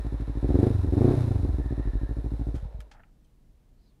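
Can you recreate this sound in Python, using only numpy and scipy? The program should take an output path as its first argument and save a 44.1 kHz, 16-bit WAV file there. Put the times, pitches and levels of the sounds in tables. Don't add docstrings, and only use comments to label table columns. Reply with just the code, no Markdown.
import sys
import numpy as np
from scipy import signal
from scipy.fft import rfft, irfft
from scipy.io import wavfile
from scipy.ndimage import uniform_filter1d

SR = 44100
rng = np.random.default_rng(int(sys.argv[2]) if len(sys.argv) > 2 else 0)


def wav_out(sig):
    wavfile.write(sys.argv[1], SR, np.round(np.clip(np.atleast_2d(sig).T, -1, 1) * 32767).astype(np.int16))


N = 176400


def amp(db):
    return 10 ** (np.asarray(db) / 20)


def evened(x):
    return x / np.sqrt(np.mean(x ** 2) + 1e-20)


def curve(table, col=1, t=None):
    rows = np.array(table, float)
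    times = np.arange(N) / SR if t is None else t
    return np.interp(times, rows[:, 0], rows[:, col])


def add(mix, s, sound):
    at = round(s * SR)
    part = mix[max(at, 0):][:len(sound) + min(at, 0)]
    part += sound[max(-at, 0):][:len(part)]


def colour(x, points):
    f, db = np.transpose(points)
    hz = np.fft.rfftfreq(len(x), 1 / SR)
    level = np.interp(np.log(hz + 1), np.log(f + 1), db)
    return irfft(rfft(x) * amp(level), len(x))


def resonate(x, hz, width):
    turn = np.exp(2j * np.pi * np.cumsum(hz * np.ones(len(x))) / SR)
    r = np.exp(-np.pi * width / SR)
    return 2 * (turn * signal.lfilter([1 - r], [1, -r], x / turn)).real


def filtered(x, order, hz, kind="low"):
    return signal.sosfilt(signal.butter(order, hz, kind, fs=SR, output="sos"), x)


# t/s, four-stroke cycles per second
SPEED = [(0.0, 13.32), (0.2, 12.92), (0.4, 13.19), (0.47, 16.36), (0.6, 23.7), (0.69, 28.44), (0.8, 23.26),
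         (0.89, 18.57), (1.02, 26.99), (1.13, 34.37), (1.2, 30.57), (1.4, 22.81), (1.6, 17.19),
         (1.78, 13.48), (1.92, 12.29), (2.15, 13.29), (2.35, 13.19), (2.55, 13.63), (2.7, 6.94),
         (2.85, 13.35)]
START_CYCLE = .342


def crank():
    return START_CYCLE + np.cumsum(curve(SPEED)) / SR


# t/s, firing level/dB, second cylinder minus first/dB, air pumping level/dB
LOAD = [(0, -23.5, 0.5, -74), (.38, -22.5, 2, -30), (.45, -18, 5, -40), (.55, -11, 1, -25),
        (.65, -9, -4.5, -39), (.7, -10.5, -9, -48), (.73, -28.5, 7.5, -18.5), (.86, -33.5, 10.5, -23),
        (.92, -14.5, -1, -28), (1.0, -10.5, 0.5, -33), (1.09, -9, -1, -58), (1.15, -12, -17, -41),
        (1.18, -24, 1.5, -19), (1.3, -22, 3, -27.5), (1.54, -29.5, 6, -23), (1.59, -18.5, -0.5, -36),
        (1.65, -31, 7.5, -24), (1.72, -17.5, -0.5, -63), (1.9, -24.5, 3.5, -18.5), (2.55, -20.5, -1, -51),
        (2.6, -23, 2, -99)]
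# t/s, level/dB
STRAYS = [(0.8476, -18.5), (.875, -20.5), (1.31, -18), (1.3593, -17), (1.4334, -20), (1.4515, -16),
          (1.4928, -26)]
SECOND = .238
IGNITION_OFF_S = 2.556


def firings():
    t, whole = np.arange(N) / SR, np.arange(-1, 51)
    turns = np.r_[-2, crank()]
    times = np.r_[-(2 + START_CYCLE) / SPEED[0][1], t]
    first = np.interp(whole, turns, times)
    second = np.interp(whole + SECOND, turns, times)
    first_db = curve(LOAD, t=first)
    second_db = curve(LOAD, t=second) + curve(LOAD, col=2, t=second)
    both = zip(np.r_[first, second], np.r_[first_db, second_db])
    return [(s, db) for s, db in both if s < IGNITION_OFF_S] + list(STRAYS)


# f/Hz, level/dB for a -12
# dB firing, t60/s, extra dB per dB of firing
PIPE = [(53.37, -6, 0.29, -0.31), (131.8, -2, 0.037, -0.15), (280.2, -5.5, 0.079, 0.25),
        (356, -9.5, 0.073, 0.63), (458, -31.5, 0.1, 4.3), (550, -29.5, 0.0874, 0.5),
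        (654.5, -34.5, 0.066, 2.2), (723, -33.5, 0.081, 0.68), (890, -34.5, 0.03, -0.2)]
# direction (+1 or -1), delay/s
SIGN_LAG = [(1, .0012), (-1, .0018), (-1, .003), (-1, .0031)] + [(-1, .0036)] * 5
# f/Hz, level/dB
RASP = [(150, -33), (260, 2), (350, 0.5), (480, -4), (600, -14.5), (730, -9.5), (900, -20.5), (1500, -30),
        (2500, -40), (4000, -71)]
PORT_S, LEAD_S = .0009, .0053
SCATTER_DB, DETUNE = .7, .01
RASP_DB, RASP_FOLLOW = -21.5, 1.25
RASP_S, RASP_RISE_S = .029, .006
ECHO_S, ECHO_DB = .00926, -11.5


def exhaust():
    t, rings, puffs = np.arange(SR // 3) / SR, np.zeros(N), np.zeros(N)
    rasp_rise = np.sin(np.pi / 2 * np.minimum(t / RASP_RISE_S, 1)) ** 2
    rasp_shape = np.exp(-t / RASP_S) * rasp_rise
    for s, db in firings():
        chance = rng.standard_normal(len(PIPE) + 1)
        ring = np.zeros(len(t))
        for (hz, mode_db, t60, gain), (sign, lag), z in zip(PIPE, SIGN_LAG, chance):
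            u = np.maximum(t - lag, 0)
            fading = amp(mode_db + gain * (db + 12) - 60 * u / t60)
            attack = 1 - np.exp(-u / PORT_S)
            ring += sign * fading * attack * np.sin(2 * np.pi * hz * (1 + DETUNE * z) * u)
        add(rings, s - LEAD_S, amp(db + SCATTER_DB * chance[-1]) * ring)
        add(puffs, s - LEAD_S, amp(RASP_FOLLOW * db) * rasp_shape)
    back = round(ECHO_S * SR)
    echo = np.r_[np.zeros(back), rings[:-back]]
    gas = evened(colour(rng.standard_normal(N), RASP))
    return rings + amp(ECHO_DB) * echo + amp(RASP_DB) * puffs * gas


def dip(u):
    return (u ** 2 - 1) * np.exp(-u ** 2 / 2)


# t/s, level/dB before the deep note's ring is added
GULPS = [(2.567, -23), (2.63, -25.5), (2.655, -25), (2.748, -29), (2.791, -31)]
GULP_S = .0016
PUMP_LAG, PUMP_WIDTH = .18, .07
PUMP_RING_DB, GULP_RING_DB = -16, 13.5
SURGE_ORDER, SURGE_WIDTH_HZ, SURGE_DB = 3.76, 8.3, -1


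def pumping():
    t, turns = np.arange(N) / SR, crank() - PUMP_LAG
    pumped = np.zeros(N)
    for place in (0, SECOND + .02):
        from_dip = (turns - place + .5) % 1 - .5
        pumped += dip(from_dip / PUMP_WIDTH)
    pumped *= amp(curve(LOAD, col=3))
    pumped += amp(SURGE_DB) * resonate(pumped, SURGE_ORDER * curve(SPEED), SURGE_WIDTH_HZ)
    gulps = sum(-amp(db) * np.exp(-((t - s) / GULP_S) ** 2 / 2) for s, db in GULPS)
    hz, t60 = PIPE[0][0], PIPE[0][2]
    push = amp(PUMP_RING_DB) * pumped + amp(GULP_RING_DB) * gulps
    return pumped + gulps + resonate(push, hz, 2.2 / t60)


# f/Hz, level/dB
CLATTER = [(290, -9), (500, -3.5), (603, 0), (676, -7), (781, -5), (1040, -6), (1190, -13), (1770, -13),
           (3110, -24), (3800, -21.5), (6560, -31.5), (10100, -34), (15600, -40)]
# f/Hz, width/Hz of the first of two passes, level/dB relative to each other
CASES = [(1365, 260, 0), (3720, 340, -6), (4050, 220, -4.5), (5350, 600, -22.5), (10040, 1500, -18)]
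# t/s, level/dB, treble change/dB, bass change/dB
WHIR = [(.03, -57, 1, 2), (.29, -58, -1, -4), (.49, -54.5, 1.5, 1), (.64, -51.5, 3, -2),
        (.88, -57.5, 3, -0.5), (1.1, -47.5, 0.5, 7.5), (1.46, -58, 4, -2.5), (1.85, -57.5, -2, -2),
        (2.19, -61, 2, 2), (2.5, -61, 3, 2.5), (2.65, -63, -2.5, 8), (2.78, -68.5, -4, 9.5),
        (2.9, -73.5, -6, 7)]
# t/s, level/dB
BUZZ = [(0, -70.5), (1.55, -85), (1.64, -60.5), (1.85, -64.5), (2.1, -63), (2.3, -90.5), (2.6, -95.5)]
TICKS_PER_CYCLE, TICK_DB, THROB = 23, .5, .1
BUZZ_HZ, BUZZ_WIDTH_HZ, BUZZ_WAVER = 1756, 250, .015


def mechanics():
    hit = rng.random(N) < TICKS_PER_CYCLE * curve(SPEED) / SR
    ticks = hit * amp(TICK_DB * rng.exponential(1, N))
    drive = evened(rng.standard_normal(N) + .5 * evened(ticks * rng.standard_normal(N)))
    drive *= 1 + THROB * np.cos(2 * np.pi * (crank() - .15))
    body = colour(drive, CLATTER)
    for hz, width, db in CASES:
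        body = body + amp(db - 19) * resonate(resonate(drive, hz, width), hz, 2 * width)
    body = filtered(body, 2, 220., "high")
    body = filtered(body, 3, 13500.)
    treble = filtered(body, 2, 3000., "high")
    bass = filtered(body, 2, 800.)
    scale = np.std(filtered(body, 2, 900., "high"))
    whir = body + (amp(curve(WHIR, col=2)) - 1) * treble + (amp(curve(WHIR, col=3)) - 1) * bass
    whir *= amp(curve(WHIR)) / scale
    waver = evened(uniform_filter1d(rng.standard_normal(N), size=2000))
    hz = BUZZ_HZ * (1 + BUZZ_WAVER * waver)
    buzz = evened(resonate(resonate(drive, hz, BUZZ_WIDTH_HZ), hz, BUZZ_WIDTH_HZ))
    fade = np.clip((3 - np.arange(N) / SR) * 10, 0, 1)
    return (whir + buzz * amp(curve(BUZZ))) * fade


# f/Hz, level/dB
YARD = [(12, -20), (20, 3), (38, -1), (85, -18), (122, -15), (162, -20.5), (315, -25.5), (362, -31),
        (908, -40.5), (1200, -46), (15600, -57.5)]
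YARD_DB = -54


def yard():
    return amp(YARD_DB) * evened(colour(rng.standard_normal(N), YARD))


# t/s, level/dB, brightness/dB per octave, bottom f/Hz, top f/Hz, rise/s, fading time/s
CLICKS = [(2.544, -56, -1, 600, 11000, 0.013, 0.035), (2.804, -56, -5.5, 1400, 14000, 0.0013, .01),
          (2.914, -56.5, -2, 895, 7760, 0.00076, 0.017), (2.933, -62.5, -4, 408, 2200, 0.014, 0.058),
          (2.995, -62.5, -4.5, 400, 2200, 0.0022, 0.012), (3.034, -53, -4, 1380, 2600, 0.0019, 0.0057),
          (3.242, -71.5, 7.5, 3000, 9000, 0.0056, 0.017)]
# f/Hz, level/dB before longer rings are raised, ring length/s (t60 is 0.55 of it)
LEVER = [(786, 5.5, 0.026), (1350, 5, 0.016), (1710, -7.5, .045), (2560, -11, 0.0099), (3100, -8, 0.034),
         (4050, -26.5, .02), (6150, -18, .012), (8000, -28, 0.011), (9500, -18, .01), (11800, -15, .015)]
GRAINS_PER_S, SCRAPE_DB = 3800, -4


def clicks():
    t, out = np.arange(SR // 6) / SR, np.zeros(N)
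    for s, db, bright_db, bottom_hz, top_hz, rise, length in CLICKS:
        grain = rng.random(len(t)) < GRAINS_PER_S / SR
        noise = rng.standard_normal(len(t)) * (.22 + 3 * grain)
        rattle = noise * np.exp(-t / length) * np.minimum(t / rise, 1)
        click = amp(SCRAPE_DB) * filtered(rattle, 1, [500., 5000.], "band")
        for hz, note_db, ring_s in LEVER:
            level = amp(note_db + bright_db * np.log2(hz / 2000)) * np.sqrt(ring_s * 1000)
            click += level * resonate(rattle, hz, 4 / ring_s)
        add(out, s - .001, amp(db) * filtered(click, 3, [bottom_hz, top_hz], "band"))
    return out


# t/s, first voice f/Hz, second voice f/Hz, level/dB of each voice
BIRD = [(3.76, 4150, 4200, -100), (3.81, 4140, 4650, -83), (3.85, 4060, 5050, -85), (3.88, 4100, 4580, -79),
        (3.93, 3280, 3970, -89)]


def bird():
    t = np.arange(N) / SR
    on = (t > BIRD[0][0]) & (t < BIRD[-1][0])
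    voices = [evened(resonate(rng.standard_normal(N), curve(BIRD, col=k), 180.)) for k in (1, 2)]
    return sum(voices) * amp(curve(BIRD, col=3)) * on


def scene():
    return (exhaust() + pumping() + mechanics() + yard() + clicks() + bird())[None]


EDGE_HZ = 15650


def record(dry):
    x = filtered(dry, 2, 30., "high")
    low_pass = signal.firwin(1023, EDGE_HZ, window=("kaiser", 9), fs=SR)
    return signal.oaconvolve(x, low_pass[None], "same")


dry = scene()
out = record(dry)
wav_out(out)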